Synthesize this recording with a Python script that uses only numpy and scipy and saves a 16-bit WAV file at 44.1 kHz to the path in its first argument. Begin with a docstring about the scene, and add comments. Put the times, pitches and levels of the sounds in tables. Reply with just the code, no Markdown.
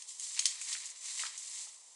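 """A close, dry rustle swells unevenly in a forest clearing while a moose trots through it.
Leaves hiss and stems crackle: countless tiny contacts over a smooth rubbing noise.
Twigs crack and ring as their fibres tear, two of them sharply, and thicker sticks knock.
Underneath lie faint low thumps and light wind on the foliage and the microphone.
The trees return a short echo of the breaking wood."""
import sys
import numpy as np
from scipy import signal
from scipy.fft import rfft, irfft, next_fast_len
from scipy.io import wavfile
from scipy.ndimage import map_coordinates

SR = 44100
rng = np.random.default_rng(int(sys.argv[2]) if len(sys.argv) > 2 else 0)


def int16_out(signal):
    """Quantize to a 16-bit WAV file."""
    q = np.round(np.clip(np.atleast_2d(signal).T, -1, 1) * 32767)
    wavfile.write(sys.argv[1], SR, q.astype(np.int16))


N = 85995


def amp(db):
    """Decibels to gain."""
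    return 10 ** (np.asarray(db) / 20)


def unit(x):
    """Scale to an rms of 1."""
    return x / np.sqrt(np.mean(x ** 2) + 1e-20)


def curve_at(points, hz):
    """Read (frequency, value) breakpoints on a log frequency axis."""
    freqs, values = np.transpose(points)
    return np.interp(np.log(hz + 1), np.log(freqs + 1), values)


def wobble(per_s):
    """A smooth random modulator with per_s knots a second."""
    knots = rng.standard_normal(int(N * per_s / SR) + 4)
    return map_coordinates(knots, [np.arange(N) * per_s / SR])


def filtered(x, response):
    """Apply a gain given as a function of frequency."""
    size = next_fast_len(x.shape[-1] + 8192)
    hz = np.fft.rfftfreq(size, 1 / SR)
    return irfft(rfft(x, size) * response(hz), size)[..., :x.shape[-1]]


def coloured(x, spectrum):
    """Apply an EQ curve, normalised to unit power."""
    return filtered(x, lambda hz: unit(amp(curve_at(spectrum, hz))))


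def wood_low_cut(x, cut_hz=890):
    """Roll off the lows: thin wood radiates no bass."""
    return signal.sosfilt(signal.butter(2, cut_hz, "high", fs=SR, output="sos"), x)


def add(track, start_s, sound):
    """Mix a sound into the track at start_s."""
    part = track[..., max(0, round(start_s * SR)):][..., :sound.shape[-1]]
    part += sound[..., :part.shape[-1]]


# Stereo image, 1 being mono (frequency [Hz], left-right correlation [0-1])
STEREO_IMAGE = [(60, 0.9), (250, 0.9), (500, 0.76), (1000, 0.71), (2000, 0.83), (4000, 0.93), (8000, 0.99),
                (11000, 0.8)]

def stereo(pair):
    """Blend two unrelated signals as mid and side, with a width that depends on frequency."""
    def mid_side_gains(hz):
        angle = np.arccos(np.clip(curve_at(STEREO_IMAGE, hz), -1, 1)) / 2
        return np.array([np.cos(angle), np.sin(angle)])
    mid, side = filtered(pair, mid_side_gains)
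    return np.array([mid + side, mid - side])


# Tone of the wind bed (frequency [Hz], level [dB])
WIND_EQ = [(20, -41), (35, -27), (60, -12.5), (90, -17.5), (180, -18), (300, -11.5), (500, -4.5),
           (750, -2.5), (1020, 3.5), (1400, -9.5), (2000, -7), (4000, -12), (11000, -24)]

def wind(level_db, gust_db):
    """Light air on foliage and microphone: a faint, barely wavering rush."""
    rush = unit(coloured(rng.standard_normal((2, N)), WIND_EQ))
    return amp(level_db + gust_db * wobble(per_s=6.3)) * stereo(rush)


# Reverb decay among the trees (frequency [Hz], t60 [s])
FOREST_DECAY = [(300, 0.24), (2000, 0.49), (10000, 0.13)]

def forest_echo(x):
    """Trees scatter sound into a short, diffuse tail; the treble dies first."""
    hz, t, noise = signal.stft(rng.standard_normal((2, SR // 2)), SR, nperseg=256)
    decay = amp(-60 * t / curve_at(FOREST_DECAY, hz)[:, None])
    _, tail = signal.istft(noise * decay, SR, nperseg=256)
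    tail /= np.linalg.norm(tail[0])
    return stereo(signal.fftconvolve(x.mean(0)[None], tail, axes=1)[:, :N])


# Low thump cues (time [s], level [dB], pitch [Hz])
THUMP_CUES = [(.305, -75, 135), (.38, -80, 55), (.837, -72, 101), (1.225, -83, 50.4)]

def thumps(attack_s=0.008, t60=0.11):
    """Faint low bumps, each a damped sine with a soft attack."""
    out, t = np.zeros(N), np.arange(SR // 4) / SR
    envelope = (1 - np.exp(-t / attack_s)) * amp(-60 * t / t60)
    for start_s, db, hz in THUMP_CUES:
        add(out, start_s, amp(db) * envelope * np.sin(2 * np.pi * hz * t))
    return out


# Thick sticks giving way (time [s], level [dB], pitch [Hz])
KNOCK_CUES = [(0.376, -33, 2630), (0.4239, -39.5, 2200), (0.557, -47, 2070), (0.6148, -36.5, 2100),
              (.6755, -42, 2300), (0.751, -33.5, 1820), (0.766, -38.5, 1960), (1.195, -31.5, 2210),
              (1.2352, -27.5, 1380), (1.253, -33, 2340), (1.255, -36, 1110), (1.669, -42.5, 726)]
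# Ringing modes of a stick (frequency / pitch [ratio], level [dB], t60 [s])
STICK_MODES = [(.76, -1.5, 0.0032), (1, 0.5, 0.0074), (1.3, -1, 0.0056), (1.7, -5.5, .004)]

def stick_knocks(scatter_db=-11, scatter_t60=0.033):
    """Thick sticks give a short, hollow ring that scatters in the brush."""
    out, t = np.zeros(N), np.arange(SR // 12) / SR
    scatter_envelope = amp(scatter_db - 60 * t / scatter_t60)
    for start_s, db, hz in KNOCK_CUES:
        ring = sum((-1) ** k * amp(mode_db - 60 * t / t60) * np.sin(2 * np.pi * hz * ratio * t)
                   for k, (ratio, mode_db, t60) in enumerate(STICK_MODES))
        scatter = unit(signal.fftconvolve(rng.standard_normal(len(t)), ring)[:len(t)])
        add(out, start_s, amp(db) * (ring + scatter_envelope * scatter))
    return wood_low_cut(out)


# Woody resonances of a twig (frequency [Hz], bandwidth [Hz], level [dB])
TWIG_MODES = [(1080, 53, -12.5), (2100, 260, 1), (3180, 350, 7), (4370, 300, 10.5), (5440, 320, 7.5)]

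def twig_body(hz):
    """A twig's normalised frequency response: resonances of alternating polarity."""
    response = sum((-1) ** k * amp(db) * 1j * hz * width / (centre ** 2 - hz ** 2 + 1j * hz * width)
                   for k, (centre, width, db) in enumerate(TWIG_MODES))
    return response / np.std(response)


# Twigs breaking (time [s], level [dB], crack t60 [s], woody ring relative to crack [dB])
SNAP_CUES = [(0.0214, -39, 0.019, -5), (0.1058, -40.5, .012, -5), (.1970, -30, 0.0097, -16),
             (0.3922, -19.5, 0.015, -2.5), (0.4559, -17, 0.014, -1.5), (0.463, -26.5, .025, -12),
             (0.6134, -36.5, 0.028, -17), (0.7276, -34.5, 0.062, 1), (0.856, -40, 0.045, -24),
             (.900, -43, 0.069, -18), (1.0565, -34, 0.013, -11), (1.1999, -42, 0.017, 8),
             (1.2238, -33, 0.006, -2.5), (1.265, -37.5, 0.021, 2.5), (1.3774, -35.5, 0.032, -18)]
# Bright tone of tearing fibres (frequency [Hz], level [dB])
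TEAR_EQ = [(1000, -49), (2500, -20.5), (4000, -18), (5400, -9.5), (6600, 3.5), (7600, -0.5), (9200, -3),
           (10200, -11.5), (11000, -16)]

def twig_snaps(attack_s=0.00055, tail_db=-14, tail_t60=0.15, click_db=14.5, splinter_db=-3.5):
    """The break rings the twig while its fibres tear; nearby brush scatters a tail."""
    out, t = np.zeros((2, N)), np.arange(SR // 5) / SR
    attack = 1 - np.exp(-t / attack_s)
    tail = amp(tail_db - 60 * t / tail_t60)
    for start_s, db, t60, woody_db in SNAP_CUES:
        envelope = attack * (amp(-60 * t / t60) + tail)
        tear, splinters = envelope * rng.choice([-1, 1], (2, 2, len(t)))
        # One click starts the ring; the splintering keeps it going.
        drive = amp(click_db) * (t == 0) + amp(splinter_db) * splinters
        ring = amp(woody_db) * filtered(drive, twig_body)
        add(out, start_s, amp(db) * (coloured(tear, TEAR_EQ) + ring))
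    return wood_low_cut(stereo(out))


def crackle(spectrum, ticks_per_s, spread_db, hiss_gain):
    """Tiny contacts tick at random over a smooth rubbing hiss."""
    sizes = amp(spread_db * np.clip(rng.standard_normal(N), -2.5, 2.5))
    contacts = rng.random(N) < ticks_per_s / SR
    ticks = unit(contacts * sizes * rng.choice([-1, 1], (2, N)))
    hiss = hiss_gain * rng.standard_normal((2, N))
    return stereo(unit(coloured(ticks + hiss, spectrum)))


# Swells of the rustle (time [s], leaf level [dB], stem level [dB])
BRUSH_SWELLS = [(0, -49, -59.5), (0.062, -56.5, -66), (0.093, -44.5, -62.5), (0.18, -52.5, -64.5),
                (0.225, -42, -54), (0.26, -41.5, -55.5), (0.306, -45, -52.5), (0.345, -43, -55),
                (0.385, -45, -42.5), (0.44, -43, -57), (0.5, -42.5, -49.5), (0.584, -49, -51),
                (0.634, -41, -52), (0.659, -46, -51.5), (0.689, -40.5, -44.5), (0.737, -41.5, -43.5),
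                (0.79, -45, -50), (0.835, -49, -49), (0.864, -44, -51.5), (0.93, -56.5, -57),
                (1.005, -49.5, -59.5), (1.071, -42.5, -48), (1.15, -44, -50.5), (1.204, -38.5, -44),
                (1.267, -44.5, -43.5), (1.3, -48.5, -54), (1.36, -51, -51), (1.385, -47, -61),
                (1.42, -47, -54), (1.5, -45, -55.5), (1.6, -43, -51.5), (1.66, -48, -56.5),
                (1.71, -53, -61), (1.802, -57.5, -69.5), (1.94, -58.5, -69.5)]
# Airy top of the leaves (frequency [Hz], level [dB])
LEAF_EQ = [(100, -71), (1500, -48), (3000, -12.5), (4500, -8), (5500, -6), (6400, -1), (6850, -3.5),
           (7350, 3), (8000, -0.5), (9000, -4.5), (10000, -9), (11000, -16.5)]
# Midrange crunch of the stems (frequency [Hz], level [dB])
STEM_EQ = [(30, -56), (100, -44), (250, -31.5), (700, -21.5), (1050, -6.5), (1450, -16), (1700, -9.5),
           (1950, -1), (2600, -4.5), (3350, -6), (3850, -0.5), (4350, -0.5), (5200, -2.5), (7000, -6.5),
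           (11000, -21)]

def brush_rustle(leaf_trim_db, stem_trim_db, flutter_db):
    """Close, dry rustle: leaves and stems rub, swell and flutter together."""
    t = np.arange(N) / SR
    times, leaf_db, stem_db = np.transpose(BRUSH_SWELLS)
    leaves = crackle(LEAF_EQ, ticks_per_s=5000, spread_db=0, hiss_gain=0.72)
    leaves *= amp(np.interp(t, times, leaf_db) + leaf_trim_db)
    stems = crackle(STEM_EQ, ticks_per_s=600, spread_db=2, hiss_gain=0.76)
    stems *= amp(np.interp(t, times, stem_db) + stem_trim_db)
    return (leaves + stems) * amp(flutter_db * wobble(per_s=130))


def scene():
    """Rustle and breaking wood over the wind bed; only the wood feeds the echo."""
    wood = twig_snaps() + stick_knocks()
    rustle = brush_rustle(leaf_trim_db=0.5, stem_trim_db=-1, flutter_db=0.88)
    echo = amp(-10.5) * forest_echo(wood)
    return rustle + wood + echo + thumps() + wind(level_db=-72, gust_db=0.2)


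def record(dry):
    """A steep high cut on the whole mix."""
    top_hz = 11050
    return filtered(dry, lambda hz: amp(-np.clip((hz - top_hz) / 10, 0, 120)))


dry = scene()
out = record(dry)
int16_out(out)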